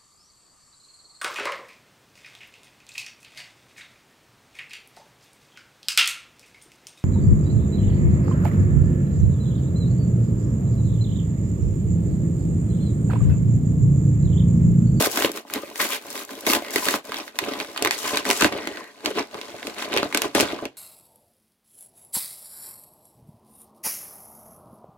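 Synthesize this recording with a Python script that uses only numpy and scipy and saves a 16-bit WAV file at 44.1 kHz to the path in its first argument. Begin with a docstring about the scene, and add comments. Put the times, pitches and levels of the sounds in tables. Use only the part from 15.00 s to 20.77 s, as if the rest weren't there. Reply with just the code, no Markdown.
"""A hollow thud and a grainy hiss open the scene, then sharp snaps: two hands pull open a stiff paper
mailing bag on a table, close to the microphone in a small room.
Hiss: noise gated by random slips as the walls slide over each other. Snaps: creases buckle as short ringing
bursts. Thuds: broad panels ring at their pitch and pump the air inside.
Dragged strips sing faintly, lone fibres tick, and a quiet hush lies beneath."""
import sys
import numpy as np
from scipy import signal
from scipy.fft import rfft, irfft
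from scipy.io import wavfile
from scipy.ndimage import uniform_filter1d

SR = 44100
rng = np.random.default_rng(int(sys.argv[2]) if len(sys.argv) > 2 else 0)


def digitize_waveform(pressure):
    """Quantize a signal to 16-bit integers and store it at the path in sys.argv[1].

    Rows of a 2-D input are taken as channels; values are limited to [-1, 1].
    """
    field = np.atleast_2d(pressure).T
    bounded = np.clip(field, -1, 1)
    quanta = np.round(bounded * 32767).astype(np.int16)
    wavfile.write(sys.argv[1], SR, quanta)


N = 254456
TIME_S = np.arange(N) / SR
BURST_S = np.arange(4096) / SR


def from_db(db):
    """Decibels to amplitude gain."""
    return 10 ** (np.asarray(db) / 20)


def unit_energy(x):
    """Scale each channel to a sum of squares of one."""
    return x / np.sqrt(np.sum(x ** 2, axis=-1, keepdims=True) + 1e-20)


def butter_sos(x, order, hz, kind):
    """Butterworth low- or high-pass."""
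    return signal.sosfilt(signal.butter(order, hz, kind, fs=SR, output="sos"), x)


def response(spectrum, size=len(BURST_S)):
    """Causal (minimum-phase) impulse response of a spectrum, unit energy."""
    hz, db = np.transpose(spectrum)
    log_hz = np.log(np.maximum(np.fft.rfftfreq(size, 1 / SR), 10))
    octaves_outside = np.abs(log_hz - np.clip(log_hz, np.log(hz[0]), np.log(hz[-1]))) / np.log(2)
    # 20 dB per octave beyond the end points
    level_db = np.interp(log_hz, np.log(hz), db) - 20 * octaves_outside
    # folding the cepstrum makes the phase minimum
    cepstrum = irfft(np.log(from_db(level_db)))
    cepstrum[1:size // 2] *= 2
    cepstrum[size // 2 + 1:] = 0
    return unit_energy(irfft(np.exp(rfft(cepstrum))))


def through(x, impulse):
    """Filter a stereo signal, keeping its length."""
    return signal.fftconvolve(x, np.atleast_2d(impulse), axes=-1)[:, :x.shape[-1]]


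def stereo_noise(length, alike):
    """White noise with left-right correlation `alike`."""
    mid, side = rng.standard_normal((2, length))
    alike = np.clip(alike, -1, 1)
    return np.sqrt((1 + alike) / 2) * mid + np.sqrt((1 - alike) / 2) * np.array([side, -side])


def add(out, start_s, sound):
    """Mix a short sound in at start_s."""
    i = int(np.clip(start_s * SR, 0, N - 1))
    out[:, i:i + sound.shape[-1]] += sound[:, :N - i]


def burst(impulse, decay_s, alike, span_s):
    """A sudden release scatters through the sheet and dies; its energy equals rms 1 over span_s."""
    scatter = stereo_noise(len(BURST_S), alike) * np.exp(-BURST_S / decay_s)
    return unit_energy(through(scatter, impulse)) * np.sqrt(span_s * SR)


def with_ring(sheet, hz, cycles, lift_db):
    """The patch that gives way lifts the sheet's sound at its own pitch and rings for a few cycles."""
    ring = signal.lfilter(*signal.iirpeak(hz, np.pi * cycles, fs=SR), sheet)
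    return sheet + from_db(lift_db) * unit_energy(ring)


QUIET_DB = -62


def hush(panel, facet):
    """Background: steady noise, coloured like panel plus half facet."""
    return from_db(QUIET_DB) * through(stereo_noise(N, alike=0.53), panel + facet / 2)


ROOM_T60_S, ROOM_DB = 0.15, -6.5


def room(x, gap_s, dull_hz):
    """Table and near wall answer at once; the short tail is dull, and alike in both channels in the bass."""
    tail_s = TIME_S[:SR // 2]
    fade = from_db(-60 * tail_s / ROOM_T60_S) * (tail_s > gap_s)
    bass = butter_sos(stereo_noise(len(fade), alike=1.0), 2, 600, "low")
    treble = butter_sos(stereo_noise(len(fade), alike=0), 2, 600, "high")
    tail = unit_energy((bass + treble) * fade)
    tail = signal.lfilter(*signal.butter(1, dull_hz, fs=SR), tail)
    return from_db(ROOM_DB) * through(x, tail)


# treble gain as the mouth of the bag turns away: time_s, gain_db
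BEAM_POINTS = [(1.6, 1), (3.7, -8)]


def turning(x):
    """Hiss above 10 kHz beams: strongest while the paper faces the microphone."""
    top = signal.sosfiltfilt(signal.butter(2, 10000, "high", fs=SR, output="sos"), x)
    gain = from_db(np.interp(TIME_S, *np.transpose(BEAM_POINTS)))
    return x + (gain - 1) * top


def tick(fibre):
    """Fibres let go all at once and leave a faint sizzle."""
    snap = burst(fibre, decay_s=0.0016, alike=0, span_s=0.014)
    sizzle = burst(fibre, decay_s=0.0032, alike=0, span_s=0.0019)
    return (snap + sizzle) * from_db([[1], [-1]])


# lone surface fibres letting go: start_s, level_db
FIBRE_TICKS = [(0.317, -36), (1.103, -37.5), (1.11, -41), (1.25, -42.5), (1.408, -41.5), (1.707, -37),
               (2.052, -44.5), (3.475, -37)]


def fibre_ticks(fibre):
    """Single fibres release with thin ticks."""
    out = np.zeros((2, N))
    for start_s, level_db in FIBRE_TICKS:
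        add(out, start_s, from_db(level_db) * tick(fibre))
    return out


# taut strips dragged: start_s, end_s, pitch_hz, width_hz, level_db
STRIP_SCRAPES = [(0.797, 0.81, 1890, 1400, -18), (0.811, 0.868, 1792, 550, -34),
                 (0.91, 0.973, 2757, 2150, -30), (1.609, 1.803, 2100, 500, -44.5),
                 (1.822, 1.99, 960, 300, -38), (3.559, 3.927, 1898, 390, -42.5)]
OVERTONE_RATIO, OVERTONE_DB = 2.27, -13
STRIP_LOW_HZ = 500  # a narrow strip radiates no bass


def scrapes():
    """Friction feeds a strip's resonance and overtone: quick swell, slow ease, pitch sagging as it slackens."""
    out = np.zeros((2, N))
    for start_s, end_s, pitch_hz, width_hz, level_db in STRIP_SCRAPES:
        progress = np.linspace(0, 1, max(int((end_s - start_s) * SR), 2))
        swell = np.sqrt(np.abs(np.sin(np.pi * np.sqrt(progress))))
        memory = unit_energy(BURST_S * np.exp(-np.pi * width_hz * BURST_S))
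        # complex noise, narrowed, then shifted up to each mode
        rubbing = stereo_noise(len(progress), alike=0.68) + 1j * stereo_noise(len(progress), alike=0.91)
        sagging_hz = pitch_hz * (1 - 0.0623 * (progress - .5))
        phase = 2 * np.pi * np.cumsum(sagging_hz) / SR
        modes = np.exp(1j * phase) + from_db(OVERTONE_DB) * np.exp(1j * OVERTONE_RATIO * phase)
        add(out, start_s, from_db(level_db) * swell * np.real(through(rubbing, memory) * modes))
    return butter_sos(out, 2, STRIP_LOW_HZ, "high")


# broad panels giving way: start_s, level_db, pitch_hz
PANEL_FLEXES = [(0.007, -20, 484), (0.071, -19.5, 500), (0.174, -26, 300), (0.246, -16.5, 477),
                (0.297, -29.5, 345), (0.451, -42, 900), (0.558, -26.5, 302), (0.634, -33, 554),
                (0.711, -40, 700), (1.469, -25, 365), (1.622, -33.5, 706), (1.76, -21, 386),
                (1.941, -20.5, 840), (2.093, -31.5, 476), (2.425, -27.5, 350), (2.481, -25.5, 354),
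                (2.822, -23, 424), (2.848, -27, 404), (3.132, -23, 467), (3.424, -13.5, 319),
                (3.449, -11, 306), (3.523, -27.5, 566), (3.552, -24, 395), (3.673, -29.5, 317),
                (4.16, -33, 323), (4.35, -31.5, 364), (4.543, -32.5, 674), (4.678, -31, 500),
                (4.879, -35, 1030), (4.964, -19, 493), (5.029, -21.5, 620), (5.058, -28, 695),
                (5.149, -23, 290), (5.255, -23, 420), (5.351, -17.5, 330), (5.377, -21, 480),
                (5.428, -20, 343), (5.531, -25.5, 333), (5.625, -27, 313), (5.656, -29, 350)]
# air boom grows as the bag opens: time_s, air_db (relative to the flex)
AIR_OPENING = [(1.0, -17), (3.4, -12.5), (5.6, -12)]
# the cavity sinks in pitch from flex to flex as it grows
AIR_HZ, AIR_SAG_HZ_PER_S, AIR_RING_S = 158, 3, 0.0174


def panels(panel):
    """A flexing wall gives one push that rings at its pitch, shudders on and pumps the air in the bag."""
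    out = np.zeros((2, N))
    for start_s, level_db, pitch_hz in PANEL_FLEXES:
        wall = unit_energy(butter_sos(panel, 2, 2 * pitch_hz, "low"))
        push = unit_energy(with_ring(wall, pitch_hz, cycles=1.66, lift_db=4))
        air_hz = AIR_HZ - AIR_SAG_HZ_PER_S * start_s
        air = unit_energy(np.sin(2 * np.pi * air_hz * BURST_S) * np.exp(-BURST_S / AIR_RING_S))
        air_db = np.interp(start_s, *np.transpose(AIR_OPENING))
        thud = (push + from_db(air_db) * air) * np.sqrt(0.0057 * SR)
        shudder = burst(wall, decay_s=0.0059, alike=0.76, span_s=0.0025)
        add(out, start_s, from_db(level_db) * (thud + shudder))
    return out


# creases buckling: start_s, crack_db, facet_pitch_hz, fizz_db
CREASE_SNAPS = [(0.046, -25, 4200, -32), (0.173, -20, 1690, -29.5), (0.223, -21, 1290, -42),
                (0.247, -18, 2850, -33), (0.294, -31, 2010, -51), (0.374, -32, 1150, -44),
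                (0.5, -35.5, 1390, -62), (0.5374, -31.5, 2600, -28), (0.558, -30.5, 1950, -47),
                (0.758, -32.5, 1850, -41), (0.816, -27, 2090, -29), (1.292, -39, 1690, -59),
                (1.466, -22.5, 2260, -28), (1.4725, -24.5, 2480, -34), (1.534, -22, 2780, -24),
                (1.5502, -20.5, 2990, -31), (1.648, -35.5, 2330, -55), (1.7595, -17, 1970, -28),
                (1.886, -16, 1870, -32), (1.94, -21.5, 1340, -51), (2.12, -26.5, 1330, -55),
                (2.143, -28, 3500, -58), (2.279, -35.5, 1650, -56), (2.3885, -18, 2550, -29),
                (2.439, -30.5, 2610, -47), (2.536, -29, 1980, -44), (2.601, -23.5, 2210, -58),
                (2.611, -31, 2650, -55), (2.7623, -30, 1240, -56), (2.776, -24.5, 2970, -38),
                (2.824, -24.5, 2700, -24.5), (2.8486, -19, 1830, -25), (2.859, -21, 1140, -44),
                (2.873, -21.5, 2100, -28.5), (2.9094, -17, 1820, -27), (3.079, -27, 1660, -33),
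                (3.158, -33, 1490, -33), (3.172, -18.5, 3940, -26), (3.253, -25, 1580, -34),
                (3.302, -17, 2800, -22.5), (3.311, -17.5, 2300, -21.5), (3.409, -24, 2690, -22.5),
                (3.422, -15.5, 2033, -26), (3.4364, -30, 2930, -27), (3.445, -13.5, 1660, -26),
                (3.525, -29.5, 1910, -55), (3.673, -26, 1850, -39), (3.772, -33, 1590, -62),
                (4.059, -20.5, 3260, -27), (4.1855, -25, 1030, -51), (4.344, -34, 1190, -50),
                (4.414, -32.5, 3430, -44), (4.629, -32, 1700, -55), (4.67, -30, 2880, -37),
                (4.93, -26, 2690, -48), (4.939, -27, 2540, -33.5), (4.9645, -21.5, 850, -33),
                (4.9741, -16.5, 2180, -38), (4.982, -20, 2710, -47), (5.03, -22.5, 1300, -39.5),
                (5.126, -27.5, 2070, -47), (5.147, -17.5, 2240, -22), (5.1736, -22, 3620, -23),
                (5.219, -20, 2840, -22.5), (5.35, -24, 1970, -24), (5.4, -16.5, 2280, -26),
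                (5.408, -27, 2630, -19.5), (5.654, -29.5, 2760, -42)]
SNAP_PAN_DB = -1.9  # left minus right


def creases(facet, fibre):
    """Each crease pops with one sharp push and a millisecond of scatter, then the sheet shivers briefly."""
    out = np.zeros((2, N))
    pan = from_db([[SNAP_PAN_DB / 2], [-SNAP_PAN_DB / 2]])
    for start_s, crack_db, pitch_hz, fizz_db in CREASE_SNAPS:
        ring = unit_energy(with_ring(facet + from_db(-6) * fibre, pitch_hz, cycles=1.5, lift_db=1.5))
        scatter = burst(ring, decay_s=0.00083, alike=0.0, span_s=0.0024)
        push = unit_energy(ring * np.sqrt(0.0029 * SR) + scatter) * np.sqrt(0.0052 * SR)
        shiver = burst(facet, decay_s=0.0044, alike=0.13, span_s=0.0017)
        crack = from_db(crack_db) * (push + shiver) * pan
        add(out, start_s, crack + from_db(fizz_db) * tick(fibre))
    return out


# a held pull slackens, then dies away; the fibres stop first
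SAG_DB_PER_S, RELEASE_S, FIZZ_RELEASE_S = 32, 0.017, 0.011


def stroke(start_s, hold_s, attack_s, release_s):
    """Envelope of one hand movement: swells up to start_s, sags while held, dies away."""
    since_s = TIME_S - start_s
    early_s = np.maximum(-since_s, 0)
    late_s = np.maximum(since_s - hold_s, 0)
    sag = from_db(-SAG_DB_PER_S * (np.clip(since_s, 0, hold_s) - hold_s / 2))
    return sag * np.exp(-early_s / attack_s - late_s / release_s)


# hands pull, paper drags over paper; levels before the mix trims in sliding():
# start_s, hold_s, attack_s, rumble_db, crackle_db, fizz_db
HAND_PULLS = [(0, 0.067, 0.0058, -31, -24, -22), (0.187, 0.077, 0.035, -30, -26, -28),
              (0.357, 0.025, 0.0068, -39, -37.5, -37), (0.533, 0.045, 0.0055, -34.5, -34, -39),
              (0.803, 0.054, 0.0085, -35, -26, -25.5), (0.912, 0.054, 0.064, -45.5, -31.5, -31),
              (1.155, 0.072, 0.054, -43.5, -37.5, -36.5), (1.303, 0.03, 0.006, -42, -46, -44),
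              (1.475, 0.0893, 0.0084, -26, -22, -23), (1.761, 0.018, 0.058, -34, -30, -40),
              (1.864, 0.096, 0.039, -32.5, -27.5, -27), (2.183, 0.0069, 0.035, -35.5, -27.5, -37),
              (2.445, 0.1374, 0.035, -36.5, -35.5, -44.5), (2.597, 0.028, 0.0072, -34.5, -33.5, -39),
              (2.841, 0.043, 0.035, -30, -32, -48), (2.923, 0.028, 0.0059, -42, -29, -29),
              (3.06, 0.14, 0.022, -33, -27, -32.5), (3.264, 0.053, 0.0078, -28, -28.5, -28),
              (3.415, 0.0457, 0.034, -27, -23, -26.5), (3.524, 0.098, 0.02, -35, -36, -51),
              (3.684, 0.13, 0.034, -43, -47, -56), (4.05, 0.054, 0.0087, -31, -33, -38),
              (4.174, 0.023, 0.012, -27, -24.5, -35.5), (4.339, 0.021, 0.0041, -34.5, -42, -55),
              (4.667, 0.02, 0.033, -39, -42, -39.5), (4.797, 0.055, 0.021, -38, -30.5, -35.5),
              (4.931, 0.12, 0.032, -31.5, -32, -44), (5.147, 0.038, 0.0099, -34, -30.5, -42),
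              (5.239, 0.02, 0.015, -28, -29.5, -33), (5.349, 0.081, 0.0015, -24.5, -22, -25),
              (5.466, 0.08, 0.0265, -36, -33, -41.5), (5.598, 0.05, 0.056, -38.5, -41.5, -49.5)]
# one wall glides lightly over the other: start_s, hold_s, fizz_db (before the mix trims)
WALL_GLIDES = [(0.11, 0.084, -31), (0.769, 0.2, -38.5), (1.735, 0.13, -30.5), (2.984, 0.14, -31),
               (3.31, 0.096, -27.5)]
GLIDE_ATTACK_S, GLIDE_CRACKLE_DB = 0.0095, -8.5  # crackle relative to fizz
# hands rest, grazing fades: middle_s, half_length_s, depth_db
HAND_RESTS = [(0.444, 0.034, -18.5), (0.714, 0.03, -5), (0.996, 0.033, -8), (1.256, 0.024, -11),
              (2.02, 0.018, -27), (2.324, 0.026, -16), (3.944, 0.12, -9.5), (4.288, 0.053, -8),
              (5.32, 0.057, -6.5), (5.734, 0.18, -25)]
# fingers graze the paper throughout: rumble, crackle, fizz (before the mix trims)
GRAZE_DB = (-46, -42.5, -45.5)


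def friction():
    """Strength of rumble, crackle and fizz: light grazing, pulls and glides add up in power."""
    resting_db = np.zeros(N)
    for middle_s, half_length_s, depth_db in HAND_RESTS:
        resting_db += depth_db * np.exp(-((TIME_S - middle_s) / half_length_s) ** 2)
    rumble, crackle, fizz = [from_db(db + resting_db) ** 2 for db in GRAZE_DB]
    for start_s, hold_s, attack_s, rumble_db, crackle_db, fizz_db in HAND_PULLS:
        pull = stroke(start_s, hold_s, attack_s, RELEASE_S)
        rumble += (from_db(rumble_db) * pull) ** 2
        crackle += (from_db(crackle_db) * pull) ** 2
        fizz += (from_db(fizz_db) * stroke(start_s, hold_s, attack_s, FIZZ_RELEASE_S)) ** 2
    for start_s, hold_s, fizz_db in WALL_GLIDES:
        glide = from_db(fizz_db) * stroke(start_s, hold_s, GLIDE_ATTACK_S, FIZZ_RELEASE_S)
        crackle += (from_db(GLIDE_CRACKLE_DB) * glide) ** 2
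        fizz += glide ** 2
    return np.sqrt([rumble, crackle, fizz])


def random_events(per_s, spread_db):
    """Random hits (0 between them) and a capped, uneven size for every sample."""
    sizes = from_db(spread_db * np.minimum(rng.exponential(1, N), np.pi))
    return rng.random(N) < per_s / SR, sizes


def stick_slip(per_s, spread_db, decay_s, smooth):
    """Loudness of tiny slips of uneven size over a smooth slide; mean power about 1."""
    hits, sizes = random_events(per_s, spread_db)
    power = signal.lfilter([1], [1, -np.exp(-2 / (decay_s * SR))], hits * sizes ** 2 + 1e-18)
    power /= uniform_filter1d(power, size=3000) + power.mean() / 10
    return np.sqrt(smooth + (1 - smooth) * power)


def crinkles(per_s, spread_db, low_hz, high_hz, cycles):
    """Small wrinkles pop at random, each in a facet of its own size and place; rms about 1."""
    hits, sizes = random_events(per_s, spread_db)
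    pops = hits * sizes
    pitches_hz = np.geomspace(low_hz, high_hz, 20)
    dealt = rng.integers(0, len(pitches_hz), N)
    out = np.zeros((2, N))
    for k, hz in enumerate(pitches_hz):
        facet_pops = pops * (dealt == k) + 1e-18
        ring = signal.lfilter(*signal.iirpeak(hz, np.pi * cycles, fs=SR), facet_pops) / np.sqrt(hz)
        out += ring * (.5 + rng.random((2, 1)))
    power = np.mean(out ** 2, axis=0)
    return out / np.sqrt(uniform_filter1d(power, size=6000) + power.mean() / 10)


def sliding(panel, facet, fibre):
    """Fine slips shake fibres and facets, wrinkles pop among them, slower jerks stir the heavy panels."""
    rumble, crackle, fizz = friction()
    slips = stick_slip(per_s=540, spread_db=8.5, decay_s=0.0021, smooth=0.54)
    jerks = stick_slip(per_s=90, spread_db=1.0, decay_s=0.014, smooth=0.18)
    panel_drag = through(stereo_noise(N, alike=0.82) * jerks * rumble, panel)
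    big_wrinkles = rumble * crinkles(per_s=55, spread_db=5.0, low_hz=343, high_hz=1300, cycles=2.4)
    facet_drag = through(stereo_noise(N, alike=0.34) * slips * jerks * crackle, facet)
    small_wrinkles = crackle * crinkles(per_s=260, spread_db=1.5, low_hz=844, high_hz=5400, cycles=3.2)
    fibre_hiss = through(stereo_noise(N, alike=0) * slips * fizz, fibre) * from_db([[1.4], [-1.4]])
    return (from_db(0.4) * panel_drag + from_db(-5.0) * big_wrinkles
            + from_db(-3.5) * facet_drag + from_db(-6.0) * small_wrinkles
            + from_db(-2.0) * fibre_hiss)


# radiation of whole panels, palm-sized facets, surface fibres: freq_hz, density_db (dB per Hz, relative)
PANEL_SPECTRUM = [(30, -38), (75, -11.5), (130, -13.5), (195, -9.5), (270, 1), (450, -1.5), (750, -5),
                  (1200, -14.5)]
FACET_SPECTRUM = [(350, -25), (850, 2), (1350, -0.5), (2000, 1.5), (3400, -1.5), (4400, -2.5),
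                  (6500, -34.5)]
FIBRE_SPECTRUM = [(2800, -4), (5200, 2), (7000, 3), (9000, 0), (12000, 2), (16000, -4.5)]


def scene():
    """The bag, its room and a faint background."""
    panel, facet, fibre = response(PANEL_SPECTRUM), response(FACET_SPECTRUM), response(FIBRE_SPECTRUM)
    events = fibre_ticks(fibre) + scrapes() + panels(panel) + creases(facet, fibre)
    bag = turning(events + sliding(panel, facet, fibre))
    return bag + room(bag, gap_s=0.00055, dull_hz=6700) + hush(panel, facet)


PORT_LAG_S = .00007  # the bag lies a little nearer the left microphone port
CUTOFF_HZ = 15900


def record(dry):
    """Sound reaches the right port a moment later; the sharpest peaks overload; the top is cut."""
    lag = round(PORT_LAG_S * SR)
    ports = np.array([dry[0], np.pad(dry[1], (lag, 0))[:N]])
    overloaded = np.clip(ports, -.82, .82)
    return signal.sosfilt(signal.ellip(10, .1, 80, CUTOFF_HZ, fs=SR, output="sos"), overloaded)


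dry = scene()
out = record(dry)
digitize_waveform(out)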